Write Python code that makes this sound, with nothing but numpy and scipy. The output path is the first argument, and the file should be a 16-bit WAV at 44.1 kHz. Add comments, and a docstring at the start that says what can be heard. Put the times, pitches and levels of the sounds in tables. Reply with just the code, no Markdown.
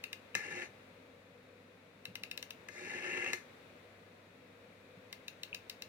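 """A desk in a small, quiet room: the dial of an old bakelite telephone is wound and let go.
Winding drags a spring pawl over ratchet teeth, the clicks thinner and brighter as the spring tightens.
Running back, the governor rubs and flutters in the ringing case until the wheel knocks on its stop.
The pawl spring pings and the phone thuds softly on the desk, over faint room noise and mains hum."""
import sys
import numpy as np
from scipy import signal
from scipy.fft import rfft, irfft
from scipy.io import wavfile

SR = 44100
rng = np.random.default_rng(int(sys.argv[2]) if len(sys.argv) > 2 else 0)


def materialize(psi):
    """Save the field psi as 16-bit PCM at rate SR to the path in sys.argv[1].

    A 1-D psi becomes a single channel; in a 2-D psi each row is a channel.
    """
    bounded = np.clip(np.atleast_2d(psi).T, -1, 1)
    quanta = np.round(bounded * 32767).astype(np.int16)
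    wavfile.write(sys.argv[1], SR, quanta)


N = 259308
TIME = np.arange(N) / SR
CUTOFF_HZ = 16300
LEAD_S = .0018   # a blow's treble arrives this much early

# Resonances of the phone's parts: f/Hz, width/Hz, gain/dB, left-right/dB
SNAP_MODES = [(2516, 380, 1, 7.5), (2822, 720, -9, 9)]   # the pawl spring's low snap
SCRAPE_MODES = [(8200, 3700, -25, 9.6), (9300, 1650, -19.5, 16.3), (13900, 6100, -19, 3),
                (15700, 2100, -17, 6.7)]   # its bright scrape
WHEEL_MODES = [(1220, 2000, -21.5, -3), (1679, 63, -8, 12), (2078, 73, -4.5, 7)]   # finger wheel
CASE_MODES = [(239, 125, -10.5, 2), (360, 13.6, 3.5, 0), (403, 43, -5.5, 4), (520, 67, -5.5, 4),
              (807, 76, -8.5, -6)]   # bakelite case
PLATE_MODES = [(1170, 1540, -13, 1.2), (1664, 34, -6.5, 19), (1712, 57, 0, 1.7), (1808, 59, -5.5, 22),
               (2028, 24, 1, 4.9), (2123, 58, -1, 13), (2368, 89, -3.5, 5.1)]   # dial plate
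PARTS_MODES = [(3725, 98, 0, 12.5), (4180, 280, 0.5, 6), (5250, 150, -5, 25.5), (5315, 310, -2.5, 5),
               (6140, 240, 3.5, 3), (6600, 193, 0, 9), (9770, 2700, -5.5, 6), (9830, 790, -5, 7),
               (11700, 2700, -17, 3)]   # small parts


def ratchet(grit=0.66, grit_s=0.0019, play=0.36, play_s=0.0029):
    """Winding clicks: each slip off a tooth sends a bending wave down the pawl spring."""
    # pawl slips: t/s, level/dB, spring tension/0-1
    slips = [(0.04, 0, 0.36), (0.1303, 0, 0.46), (2.0545, -2, 0.3), (2.1552, 0, 0.3), (2.2359, 0, 0.4),
             (2.3138, -0.5, .4), (2.3765, 0, 0.63), (2.4274, -1.5, 0.72), (2.5070, -1.5, 0.48),
             (5.1281, -2, 0.33), (5.2819, -1.5, 0.65), (5.434, -1.5, 0.84), (5.5473, -0.5, 0.9),
             (5.698, -0.5, 1), (5.8223, -2.5, 1)]
    # drive to wheel, snap, ring and scrape: a tighter spring clicks thinner and brighter
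    slack_db = np.array([2.5, 2.5, -5, -6])
    tension_adds_db = np.array([-8.5, -6.5, 6, 4])
    forces = np.zeros((4, N))
    for s, db, tension in slips:
        at = round((s - LEAD_S) * SR)
        # the tooth's rough flank and the play in the gears make every slip different
        slip = (bending_wave() + grit * chatter(grit_s) + play * chatter(play_s))[:N - at]
        drive = from_db(db + slack_db + tension_adds_db * tension)
        forces[:, at:at + len(slip)] += drive[:, None] * slip
    wheel = band(resonate(forces[0], WHEEL_MODES), 430, 2300)
    snap = band(resonate(forces[1], SNAP_MODES), 2560, 3200)
    # the pawl spring's high ring: f/Hz, width/Hz, gain/dB, left-right/dB
    ring_modes = [(3777, 156, -1.5, 7.3), (4020, 1870, -11, 6), (5430, 340, -14, 20),
                  (6250, 350, -18, 17.6)]
    ring = band(resonate(forces[2], ring_modes), 2430, 6000)
    scrape = resonate(forces[3], SCRAPE_MODES, left_lag_s=0.000379)
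    return wheel + snap + ring + scrape


def governor(turn_hz=104, wander=0.027, grain_db=1.95, wobble_db=0.86, stall_speed=0.082):
    """The whirr: spinning weights rub their cup, harder once a turn, and shake plate and case."""
    # governor cup: f/Hz, width/Hz, gain/dB, left-right/dB
    cup_modes = [(2610, 114, 2, 3.4), (2432, 180, -4, 17), (2762, 62, -6, 14.6), (2790, 180, -9.5, 10.2)]
    turns = np.cumsum(turn_hz * (1 + wander * drift(7.3))) / SR
    speed = dial_speed()
    flutter_db = 2 + 1.5 * speed ** 2
    pressure_db = flutter_db * np.cos(2 * np.pi * turns) + grain_db * drift(550) + wobble_db * drift(21)
    rub = from_db(pressure_db) * rng.standard_normal(N)
    plate = band(resonate(rub, PLATE_MODES), 1250, 2600, order=3)
    drone = resonate(rub, CASE_MODES, left_lag_s=0.00025)
    cup = band(resonate(rub, cup_modes), 2700, 3300, order=3)
    hiss = band(resonate(rub, PARTS_MODES, left_lag_s=0.000385), 2000, 8900)
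    touching = speed ** 2 / (speed ** 2 + stall_speed ** 2)   # slow weights fall away from the cup
    # each layer grows with speed: sound, level at full speed/dB, exponent
    layers = [(plate, -39.5, 1.14), (drone, -47.5, 1.12), (cup, -43, 1.8), (hiss, -55.5, 0.4)]
    return touching * sum(rms_one(layer) * from_db(db) * speed ** power for layer, db, power in layers)


def dial_speed(spin_up_s=0.22):
    """Once let go, the spring drives the dial towards a limit until it is braked; 1 is full speed."""
    # return runs: release t/s, brake t/s, braking decay/s, starting speed/0-1, limit speed/0-1
    runs = [(0.348, 0.637, 0.02, 0.37, 0.69), (2.693, 3.296, 0.051, 0.03, 0.9)]
    speed = np.zeros(N)
    for release_s, brake_s, braking_s, first, limit in runs:
        gathered = limit + (first - limit) * np.exp(-np.maximum(TIME - release_s, 0) / spin_up_s)
        braking = np.exp(-np.maximum(TIME - brake_s, 0) / braking_s)
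        speed += (TIME > release_s) * gathered * braking
    return speed


def wheel_knocks(rebound_s=.0023, rebound_db=-7.5, bounce=0.49, bounce_s=0.0016, rattle_s=0.023):
    """The wheel hits a stop or catches, then rebounds; hard hits set plate and small parts rattling."""
    # knocks: t/s, level/dB, hardness/dB
    knocks = [(0.3520, 1, -4.5), (0.6209, -13, -25), (2.6867, -14.5, -6), (3.1742, -9, -13),
              (3.245, -11, -11), (3.2625, -7, -34), (3.3331, -1.5, -4.5)]
    force, hard_force, rattle = np.zeros((3, N))
    for s, db, hard_db in knocks:
        onset = s - LEAD_S
        contact = bending_wave() + bounce * chatter(bounce_s)
        blow = blows([onset, onset + rebound_s], [db, db + rebound_db], contact)
        force += blow
        hard_force += from_db(hard_db) * blow
        rattle += blows([s], [db + hard_db], chatter(rattle_s))
    body = from_db(2) * resonate(force, CASE_MODES)
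    wheel = from_db(18) * band(resonate(force, WHEEL_MODES), 690, 2080)
    snap = from_db(4.5) * band(resonate(force, SNAP_MODES), 850, 3300)
    scrape = from_db(5.5) * resonate(hard_force, SCRAPE_MODES)
    plate = from_db(4) * band(resonate(rattle, PLATE_MODES), 670, 2200, order=3)
    shaking = low_pass(from_db(0.5) * hard_force + from_db(-11) * rattle, 11200, order=3)
    parts = resonate(shaking, PARTS_MODES, left_lag_s=0.000378)
    return body + wheel + snap + scrape + plate + parts


def spring_pings():
    """A soft, clean pluck rings only the pawl spring's lowest modes."""
    # plucks: t/s, level/dB
    plucks = [(0.3448, -1), (5.529, 3)]
    force = blows(*np.transpose(plucks), shape=[1])
    return band(resonate(force, SNAP_MODES), 2450, 3200)


def low_thuds(level_db=-1.5, contact_s=0.00044, repeat_s=0.0214, repeat_db=-7.5):
    """Soft low thuds, each a double pulse that rings the phone on its desk."""
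    # thuds: t/s, level/dB
    thuds = [(0.353, 0.5), (0.526, -3), (2.081, 3), (4.971, -2)]
    # the phone on its desk: f/Hz, width/Hz, gain/dB, left-right/dB
    desk_modes = [(109, 4.2, 8.5, 2), (182, 23, 2, -2), (204, 5, 0.5, 0.5)]
    age = TIME[:SR // 20]
    pulse = age * np.exp(-2 * np.pi * age / contact_s)
    s, db = np.transpose(thuds)
    force = blows(np.r_[s, s + repeat_s], np.r_[db, db + repeat_db], pulse / pulse.sum())
    return from_db(level_db) * resonate(force, desk_modes)


def near_scatter(x, gain_db=-8, t60=0.0056, gap_s=.0004, above_hz=4500):
    """Hand, handset and desk scatter the treble within milliseconds, differently to each side."""
    scattered = reflect(x, rng.standard_normal((2, SR // 20)), t60, gap_s)
    return from_db(gain_db) * band(scattered, above_hz, CUTOFF_HZ, order=3)


def walls(x, gain_db=-7.5, t60=0.19, bright=0.11, gap_s=0.0024):
    """A short, dense room tail; treble beams past the listener and returns strongest."""
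    cloud = signal.lfilter([1, -bright], [1], rng.standard_normal((2, int(t60 * SR))))
    return from_db(gain_db) * reflect(x, cloud, t60, gap_s)


def room_air():
    """Steady room rumble and wide hiss, the level drifting slowly as with an automatic gain."""
    # spectra of the rumble and the hiss: f/Hz, relative level/dB
    rumble = [(20, -50), (45, -27), (80, -6.5), (160, -4.5), (330, -5.5), (550, -0.5)]
    hiss = [(780, -10.5), (2500, -11.5), (3100, -20.5), (3700, -16.5), (5000, -26.5), (8000, -32),
            (16000, -36.5)]
    # stereo image: f/Hz, likeness of the sides/0-1, left-right/dB
    image = [(124, 0.85, -3.5), (290, 1, 3), (600, 0.44, 0.5), (1490, 0.013, 3.5), (2460, 0, 8),
             (4260, 0.016, 4.5), (11800, 0, 0.5)]
    # slow gain drift: t/s, level/dB
    gain_curve = [(0, -59), (.75, -58.5), (1.2, -61.5), (1.9, -62), (2.6, -58.5), (3.5, -57.5), (4.3, -61),
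                  (5.88, -58.5)]
    log_hz = np.log(np.maximum(np.fft.rfftfreq(N, 1 / SR), 1))
    hz, db = np.transpose(rumble + hiss)
    colour = from_db(np.interp(log_hz, np.log(hz), db))
    hz, alike, pan_db = np.transpose(image)
    alike = np.interp(log_hz, np.log(hz), alike)
    balance = panned(np.interp(log_hz, np.log(hz), pan_db))
    width = np.sqrt((1 - alike) / (1 + alike))
    mid, side = rfft(rng.standard_normal((2, N)))
    stereo = mid + width * side * [[1], [-1]]
    air = rms_one(irfft(stereo * colour * balance, N))
    return air * from_db(np.interp(TIME, *np.transpose(gain_curve)))


def room_boom(level_db=-63.5):
    """Noise keeps the room's low resonances faintly ringing."""
    # room resonances: f/Hz, width/Hz, gain/dB, left-right/dB
    room_modes = [(178, 31, -10, 1.5), (259, 27, -7, -2), (488.2, 37.7, -7, 7.5)]
    return from_db(level_db) * rms_one(resonate(rng.standard_normal(N), room_modes))


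def mains_hum(waver=0.067):
    """The mains tone and its stronger octave, wavering slightly in level."""
    # hum partials: f/Hz, level/dB
    partials = [(50, -89), (100, -72)]
    hum = sum(from_db(db) * np.sqrt(2) * np.sin(2 * np.pi * hz * TIME) for hz, db in partials)
    return hum * (1 + waver * drift(27))


def bending_wave(spread_s=.0021):
    """Thin metal carries treble fastest, smearing a blow into a tiny falling chirp; energy 1."""
    to_go = np.maximum(1 - TIME[:SR // 15] / spread_s, 0)
    chirp = np.sin(np.pi * CUTOFF_HZ * spread_s * to_go ** 2)
    return chirp / np.linalg.norm(chirp)


def chatter(decay_s):
    """A short swell of random micro-contacts that dies away; energy about 1."""
    age = TIME[:SR // 15]
    burst = np.sqrt(age) * np.exp(-age / decay_s)
    return burst / np.linalg.norm(burst) * rng.standard_normal(len(age))


def blows(times, levels_db, shape):
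    """One force shape laid down at each time."""
    clicks = np.zeros(N)
    clicks[np.round(np.asarray(times) * SR).astype(int)] = from_db(levels_db)
    return signal.fftconvolve(clicks, shape)[:N]


def resonate(force, modes, left_lag_s=.0001):
    """Parallel resonances of alternating sign, each panned; the left side hears them a little later."""
    out = np.zeros((2, N))
    for k, (hz, width, db, pan_db) in enumerate(modes):
        r = np.exp(-np.pi * width / SR)
        poles = [1, -2 * r * np.cos(2 * np.pi * hz / SR), r * r]
        ring = signal.lfilter([1, 0, -1], poles, force + 1e-18)
        out += (-1) ** k * (1 - r * r) / 2 * from_db(db) * panned(pan_db) * ring
    out[0] = np.interp(TIME - left_lag_s, TIME, out[0])
    return out


def reflect(x, noise, t60, gap_s):
    """Stereo noise, shaped into a dying cloud of reflections, echoes x after a short gap."""
    age = TIME[:noise.shape[1]]
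    tail = noise * from_db(-60 * age / t60) * (age > gap_s)
    tail /= np.linalg.norm(tail, axis=1, keepdims=True)
    return signal.fftconvolve(x, tail, axes=1)[:, :N]


def drift(hz):
    """Random wander below hz, rms 1."""
    return rms_one(low_pass(rng.standard_normal(2 * N), hz)[N:])


def band(x, low_hz, high_hz, order=2):
    """Butterworth band-pass."""
    return signal.sosfilt(signal.butter(order, [low_hz, high_hz], "band", fs=SR, output="sos"), x)


def low_pass(x, hz, order=2):
    """Butterworth low-pass."""
    return signal.sosfilt(signal.butter(order, hz, fs=SR, output="sos"), x)


def panned(db):
    """Left and right gains for a level difference."""
    return from_db(np.array([[.5], [-.5]]) * db)


def from_db(db):
    """Decibels to gain."""
    return 10 ** (np.asarray(db) / 20)


def rms_one(x):
    """Scale to rms 1."""
    return x / np.sqrt(np.mean(x ** 2) + 1e-20)


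def scene():
    """The dial up close with its reflections, low thuds, and room tone underneath."""
    dial = ratchet() + spring_pings() + wheel_knocks() + governor()
    reflections = near_scatter(dial) + walls(dial)
    room_tone = room_air() + room_boom() + mains_hum()
    return dial + reflections + low_thuds() + room_tone


def record(dry):
    """A steep low-pass takes off the very top."""
    return signal.sosfilt(signal.ellip(10, .1, 70, CUTOFF_HZ, fs=SR, output="sos"), dry)


dry = scene()
out = record(dry)
materialize(out)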